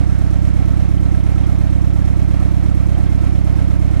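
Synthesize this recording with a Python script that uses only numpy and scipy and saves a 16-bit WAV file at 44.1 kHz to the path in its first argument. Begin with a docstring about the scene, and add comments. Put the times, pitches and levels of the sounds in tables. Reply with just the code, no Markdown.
"""A four-cylinder engine idles at about 1030 rpm, heard from the driver's seat of a closed, parked car.
From the start, each firing pushes a pressure wave through the cabin and rings the exhaust; the cylinders
differ, so the beat is uneven. Valves clatter, hiss and ring through the engine wall, over a steady rush of
fan and belts. The first half second is a little brighter. Then small knocks come now and then, joined from
about 1 s by ticks of the tappets (the parts that push the valves). Near 3 s the middle tones swell briefly."""
import sys
import numpy as np
from scipy import signal
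from scipy.fft import rfft, irfft
from scipy.io import wavfile
from scipy.ndimage import uniform_filter1d

SR = 44100
rng = np.random.default_rng(int(sys.argv[2]) if len(sys.argv) > 2 else 0)


def dump_mix(stems):
    """Bounce the given channels to the path in sys.argv[1] as a 16-bit WAV at rate SR."""
    frames = np.atleast_2d(stems).T  # one column per channel
    limited = np.clip(frames, -1, 1)  # hard clip at full scale
    pcm = np.round(limited * 32767).astype(np.int16)
    wavfile.write(sys.argv[1], SR, pcm)


N = 176400  # 4 seconds

# Engine speed. Each row: time in seconds, firings per second.
FIRING_RATE = [(0.0, 34.21), (0.25, 33.77), (0.45, 34.24), (0.65, 34.54), (0.88, 34.48), (1.2, 34.23),
               (1.38, 34.54), (1.65, 34.32), (1.95, 34.38), (2.2, 34.34), (2.6, 34.35), (2.95, 34.63),
               (3.28, 34.42), (3.5, 33.92), (3.68, 34.42), (3.85, 34.7), (4.0, 33.32)]
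# The cylinders in firing order. Each row: boom in dB, exhaust pitch in Hz, exhaust level in dB,
# exhaust delay in seconds, then clatter, hiss, muffler thud and valve ring, each in dB.
CYLINDER_VOICES = [(0.62, 280.7, -21, .0005, -3, 5, -26, 1), (-1, 324, -30, -0.0062, -1.5, -43, -30, -27),
                   (-0.8, 311, -19, .0012, -9, 11.5, -27, 10), (-0.05, 248, -28, -.004, 1.5, 7, -45, 4)]
# The tones of the cabin boom. Each row: multiple of the firing rate, level in dB.
BOOM_TONES = [(1, -21), (2, -9), (3, -12), (4, -19.5), (5, -20), (6, -30.5), (7, -38), (8, -34.5)]
# How the engine block rings. Each row: frequency in Hz, relative level in dB.
BLOCK_CURVE = [(150, 2), (350, 1), (470, -1.5), (620, 5), (780, -8.5), (900, -9.5), (1200, -11),
               (1600, -10), (2300, -15), (2800, -15), (3300, -14.5), (4200, -22.5), (8000, -36),
               (14000, -57)]
# Narrow peaks and dips of the block and engine wall. 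Each row: frequency in Hz, width in Hz, lift in dB.
BLOCK_RESONANCES = [(376, 31, 7.5), (620, 22, -2.5), (774.5, 14.5, 6.5), (857, 72, -3.5), (1175, 20, 7),
                    (1323, 32, 9.5), (1590, 44, 3.5), (2108, 17, 7.5), (3510, 74, -5.5), (3750, 150, -1),
                    (4670, 240, -2.5), (8380, 250, 0.5), (9450, 200, 1.5), (10600, 600, 2)]
# The hiss of valves and fuel injectors. Each row: frequency in Hz, relative level in dB.
HISS_CURVE = [(1000, 0), (2200, 4.5), (3300, 2.5), (4800, -6.5), (5600, 3.5), (7500, 6.5), (8300, -4),
              (9500, 2), (11000, -4.5), (13700, -3.5)]
# The ringing tones of the valve metal. Each row: pitch in Hz, relative level in dB.
VALVE_TONES = [(3270, -4), (3620, -2.5), (4050, -5), (5520, 0.5), (5880, -1.5), (6480, -10), (7800, -6.5),
               (8160, -2.5), (8820, -2), (9020, -10), (9850, -8.5), (11550, -8), (12200, -12)]
# The rush of fan and belts. 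Each row: frequency in Hz, relative level in dB.
FAN_CURVE = [(80, 0.5), (160, 5.5), (300, 1), (420, -7), (650, -0.5), (950, -7), (1350, -13.5), (2200, -12),
             (3000, -21.5), (4500, -22.5), (7000, -29), (10000, -34), (13700, -40)]
# The faint rumble of the car body. Each row: frequency in Hz, relative level in dB.
RUMBLE_CURVE = [(15, -6), (30, 0), (60, 0), (120, -20), (400, -60)]
# Brief swells of engine noise. Each row: peak time in seconds, half length in seconds,
# frequency in Hz, width in Hz, level in dB.
NOISE_SWELLS = [(0.25, 0.28, 5500, 4600, -54), (0.18, 0.22, 1500, 700, -47), (2.99, 0.05, 710, 220, -37.5)]
# Small knocks from the engine bay. Each row: start in seconds, relative level in dB, pitch in Hz.
BAY_KNOCKS = [(0.4379, -43, 1350), (0.729, -38, 1315), (1.1448, -38, 1600), (1.3543, -36, 1310),
              (1.477, -37, 1330), (2.017, -40, 1640), (2.406, -36, 1320), (2.7107, -37, 1320),
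              (3.056, -39, 1580), (3.2281, -40, 1370), (3.7525, -40, 1590), (3.935, -40, 1460)]
# Tappet ticks, higher and more blurred than the knocks. Each row: start in seconds, relative level in dB, pitch
# in Hz.
TAPPET_TICKS = [(0.9732, -46, 3100), (1.2007, -47, 3160), (1.2653, -46, 3110), (1.4344, -47, 3180),
                (2.9457, -44, 3170), (3.061, -44.5, 3230), (3.3525, -46, 3180), (3.5938, -62, 3280)]
# Engine-bay noise on the left compared with the right. Each row: frequency in Hz, gain in dB.
LEFT_CURVE = [(30, 20), (300, -7.5), (750, -6), (1300, -6), (1700, -11), (2200, -8.5), (5500, -10.5),
              (8000, -8.5), (10500, -2), (11300, -2.5), (12000, -25)]

AGE = np.arange(SR // 10) / SR  # seconds since the start of one short sound


def undb(db):
    """Turn decibels into a number to multiply by."""
    return 10 ** (np.asarray(db) / 20)


def level(x, db):
    """Scale a sound to an average (rms) level."""
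    return x * undb(db) / np.sqrt(np.mean(x ** 2))


def colour(x, points, peaks=()):
    """Shape the tone with a smooth curve, plus any narrow peaks and dips."""
    f = np.maximum(np.arange(N // 2 + 1) * SR / N, 1)
    hz, db = np.array(points, float).T
    curve = np.interp(np.log(f), np.log(hz), db)
    for centre, width, lift in peaks:
        curve += lift / (1 + (2 * (f - centre) / width) ** 2)
    return irfft(rfft(x) * undb(curve), N)


def low_cut(x, cut_hz=85):
    """Remove the deep bass, which small parts cannot give off."""
    return signal.sosfilt(signal.butter(4, cut_hz, "high", fs=SR, output="sos"), x)


def wander(per_second):
    """A smooth random drift, typically about 1 either way."""
    size = int(SR / per_second)
    steps = np.repeat(rng.standard_normal(N // size + 1), size)
    drift = uniform_filter1d(steps, size)[:N]
    return drift / drift.std()


def noise_pair(size, likeness=0.38):
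    """Partly alike noise for left and right."""
    right, other = rng.standard_normal((2, size))
    return np.array([likeness * right + np.sqrt(1 - likeness ** 2) * other, right])


def noise_band(hz, width_hz, size=N):
    """Noise gathered around one pitch, at an average level of 1."""
    f = np.arange(size // 2 + 1) * SR / size
    bell = np.exp(-2 * ((f - hz) / width_hz) ** 2)
    return level(irfft(rfft(rng.standard_normal(size)) * bell, size), 0)


def add(out, start_s, sound):
    """Mix a sound in at a time, dropping what falls outside the scene."""
    i = int(start_s * SR)
    lo, hi = max(i, 0), min(i + sound.shape[-1], N)
    if hi > lo:
        out[..., lo:hi] += sound[..., lo - i:hi - i]


def firings(t, first_s=0.0079, jitter_s=0.0001):
    """Count and time the firings, with a few extra before the start and after the end."""
    count = np.cumsum(np.interp(t, *np.array(FIRING_RATE).T)) / SR
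    count -= np.interp(first_s, t, count)
    numbers = np.arange(-4, int(count[-1]) + 4)
    inside = np.clip(numbers, count[0], count[-1])
    times = np.interp(inside, count, t) + (numbers - inside) / FIRING_RATE[0][1]
    return numbers, times + rng.normal(0, jitter_s, len(times))


def cabin_boom(t, numbers, times, boom_db, scatter_db=0.2):
    """Each firing swings the air pressure in the cabin down, then sharply up."""
    cycles = np.interp(t, times, numbers)
    strength = np.interp(t, times, undb(rng.normal(boom_db, scatter_db)))
    return strength * sum(undb(db) * np.sin(2 * np.pi * multiple * cycles) for multiple, db in BOOM_TONES)


def exhaust(times, pitches_hz, levels_db, rise_s, scatter_db=0.5, detune=0.003):
    """Each puff of gas rings the exhaust with a tone that swells and dies."""
    out = np.zeros(N)
    swell = (AGE / rise_s * np.exp(1 - AGE / rise_s)) ** 2
    for at, hz, db in zip(times, pitches_hz, levels_db):
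        tone = np.sin(2 * np.pi * hz * rng.normal(1, detune) * AGE)
        add(out, at, undb(rng.normal(db, scatter_db)) * swell * tone)
    return out


def across_cabin(t, wave, left_db, lag_s=0.00049):
    """A low pressure wave reaches the left microphone upside down, weaker and slightly late."""
    return np.array([-undb(left_db) * np.interp(t - lag_s, t, wave), wave])


def valve_clatter(numbers, times, clatter_db, decay_s=0.028, scatter_db=1.5, jitter_s=0.0004):
    """Valves knock the engine block, which answers with a noisy ring of its own for each cylinder."""
    out = np.zeros((2, N))
    rings = [noise_pair(len(AGE)) * np.exp(-AGE / decay_s) for _ in CYLINDER_VOICES]
    for number, at, db in zip(numbers, times, clatter_db):
        strength = undb(rng.normal(db, scatter_db))
        add(out, rng.normal(at, jitter_s), strength * rings[number % len(rings)])
    return level(low_cut(colour(out, BLOCK_CURVE, BLOCK_RESONANCES)), db=-37.5)


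def valve_hiss(times, hiss_db, rise_s=0.0025, decay_s=0.042, scatter_db=0.3, grain_db=1.5):
    """Valves and injectors spit a grainy hiss that starts with each firing and fades."""
    loudness = np.zeros(N)
    spit = (1 - np.exp(-AGE / rise_s)) * np.exp(-AGE / decay_s)
    for at, db in zip(times, hiss_db):
        add(loudness, at, undb(rng.normal(db, scatter_db)) * spit)
    hiss = noise_pair(N) * loudness * undb(grain_db * wander(per_second=900))
    return level(colour(hiss, HISS_CURVE, BLOCK_RESONANCES), db=-53)


def valve_ring(times, valve_db, decay_s=0.036, blur_hz=110):
    """Closing valves ring the metal, whose blurred tones blend differently every time."""
    loudness = np.zeros(N)
    for at, db in zip(times, valve_db):
        add(loudness, at, undb(db) * np.exp(-AGE / decay_s))
    metal = [sum(undb(db) * noise_band(hz, blur_hz) for hz, db in VALVE_TONES) for _ in range(2)]
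    return level(loudness * np.array(metal), db=-55.5)


def fan_and_belts(flutter_db=1):
    """The fan and belts make a steady, lightly fluttering rush."""
    air = noise_pair(N) * undb(flutter_db * wander(per_second=20))
    return level(low_cut(colour(air, FAN_CURVE, BLOCK_RESONANCES)), db=-34)


def body_rumble():
    """The car body rumbles, deep and faint."""
    return level(colour(noise_pair(N), RUMBLE_CURVE), db=-58)


def swells(t):
    """Bands of noise rise and fall: bright ones at the start, a lower one near 3 s."""
    out = np.zeros((2, N))
    for at, half_s, hz, width_hz, db in NOISE_SWELLS:
        loudness = undb(db) * np.exp(-((t - at) / half_s) ** 2)
        out += loudness * np.array([noise_band(hz, width_hz) for _ in range(2)])
    return out


def blows(events, gain_db, decay_s, width_hz, rise_s=0.003, left_db=1):
    """A knock or tick rings a cluster of close tones, softened by the engine wall."""
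    out = np.zeros(N)
    shape = (1 - np.exp(-AGE / rise_s)) * np.exp(-AGE / decay_s)
    shape /= shape.max()
    tone_rms = np.sqrt(np.mean(shape ** 2) / 2)  # average level of a pure tone with this shape
    for at, db, hz in events:
        ring = shape * noise_band(hz, width_hz, len(AGE))
        add(out, at, level(ring, db + gain_db) * tone_rms)
    return np.array([undb(left_db) * out, out])


def scene():
    """Boom and exhaust fill the cabin; the engine-bay noise leans to the right."""
    t = np.arange(N) / SR
    numbers, times = firings(t)
    voices = np.array(CYLINDER_VOICES)[numbers % len(CYLINDER_VOICES)]
    boom_db, pipe_hz, pipe_db, delay_s, clatter_db, hiss_db, thud_db, valve_db = voices.T
    boom = cabin_boom(t, numbers, times, boom_db)
    thud_hz, thud_lead_s = np.full(len(times), 165), 0.006  # the muffler thuds just ahead of the boom
    thud = exhaust(times - thud_lead_s, thud_hz, thud_db, rise_s=0.007)
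    pipe = exhaust(times + delay_s, pipe_hz, pipe_db, rise_s=0.0094)
    lows = across_cabin(t, boom + thud, left_db=-7.5) + across_cabin(t, pipe, left_db=-9.5)
    valves = valve_clatter(numbers, times, clatter_db)
    valves += valve_hiss(times, hiss_db) + valve_ring(times, valve_db)
    rush = fan_and_belts() + body_rumble() + swells(t)
    knocks = blows(BAY_KNOCKS, gain_db=-1, decay_s=0.0073, width_hz=76)
    ticks = blows(TAPPET_TICKS, gain_db=2, decay_s=0.009, width_hz=380)
    left, right = valves + rush + knocks + ticks
    return lows + np.array([colour(left, LEFT_CURVE), right])


def record(dry):
    """Cut away the very highest treble."""
    top_hz = 13750
    return signal.sosfilt(signal.ellip(10, .2, 80, top_hz, fs=SR, output="sos"), dry)


dry = scene()
out = record(dry)
dump_mix(out)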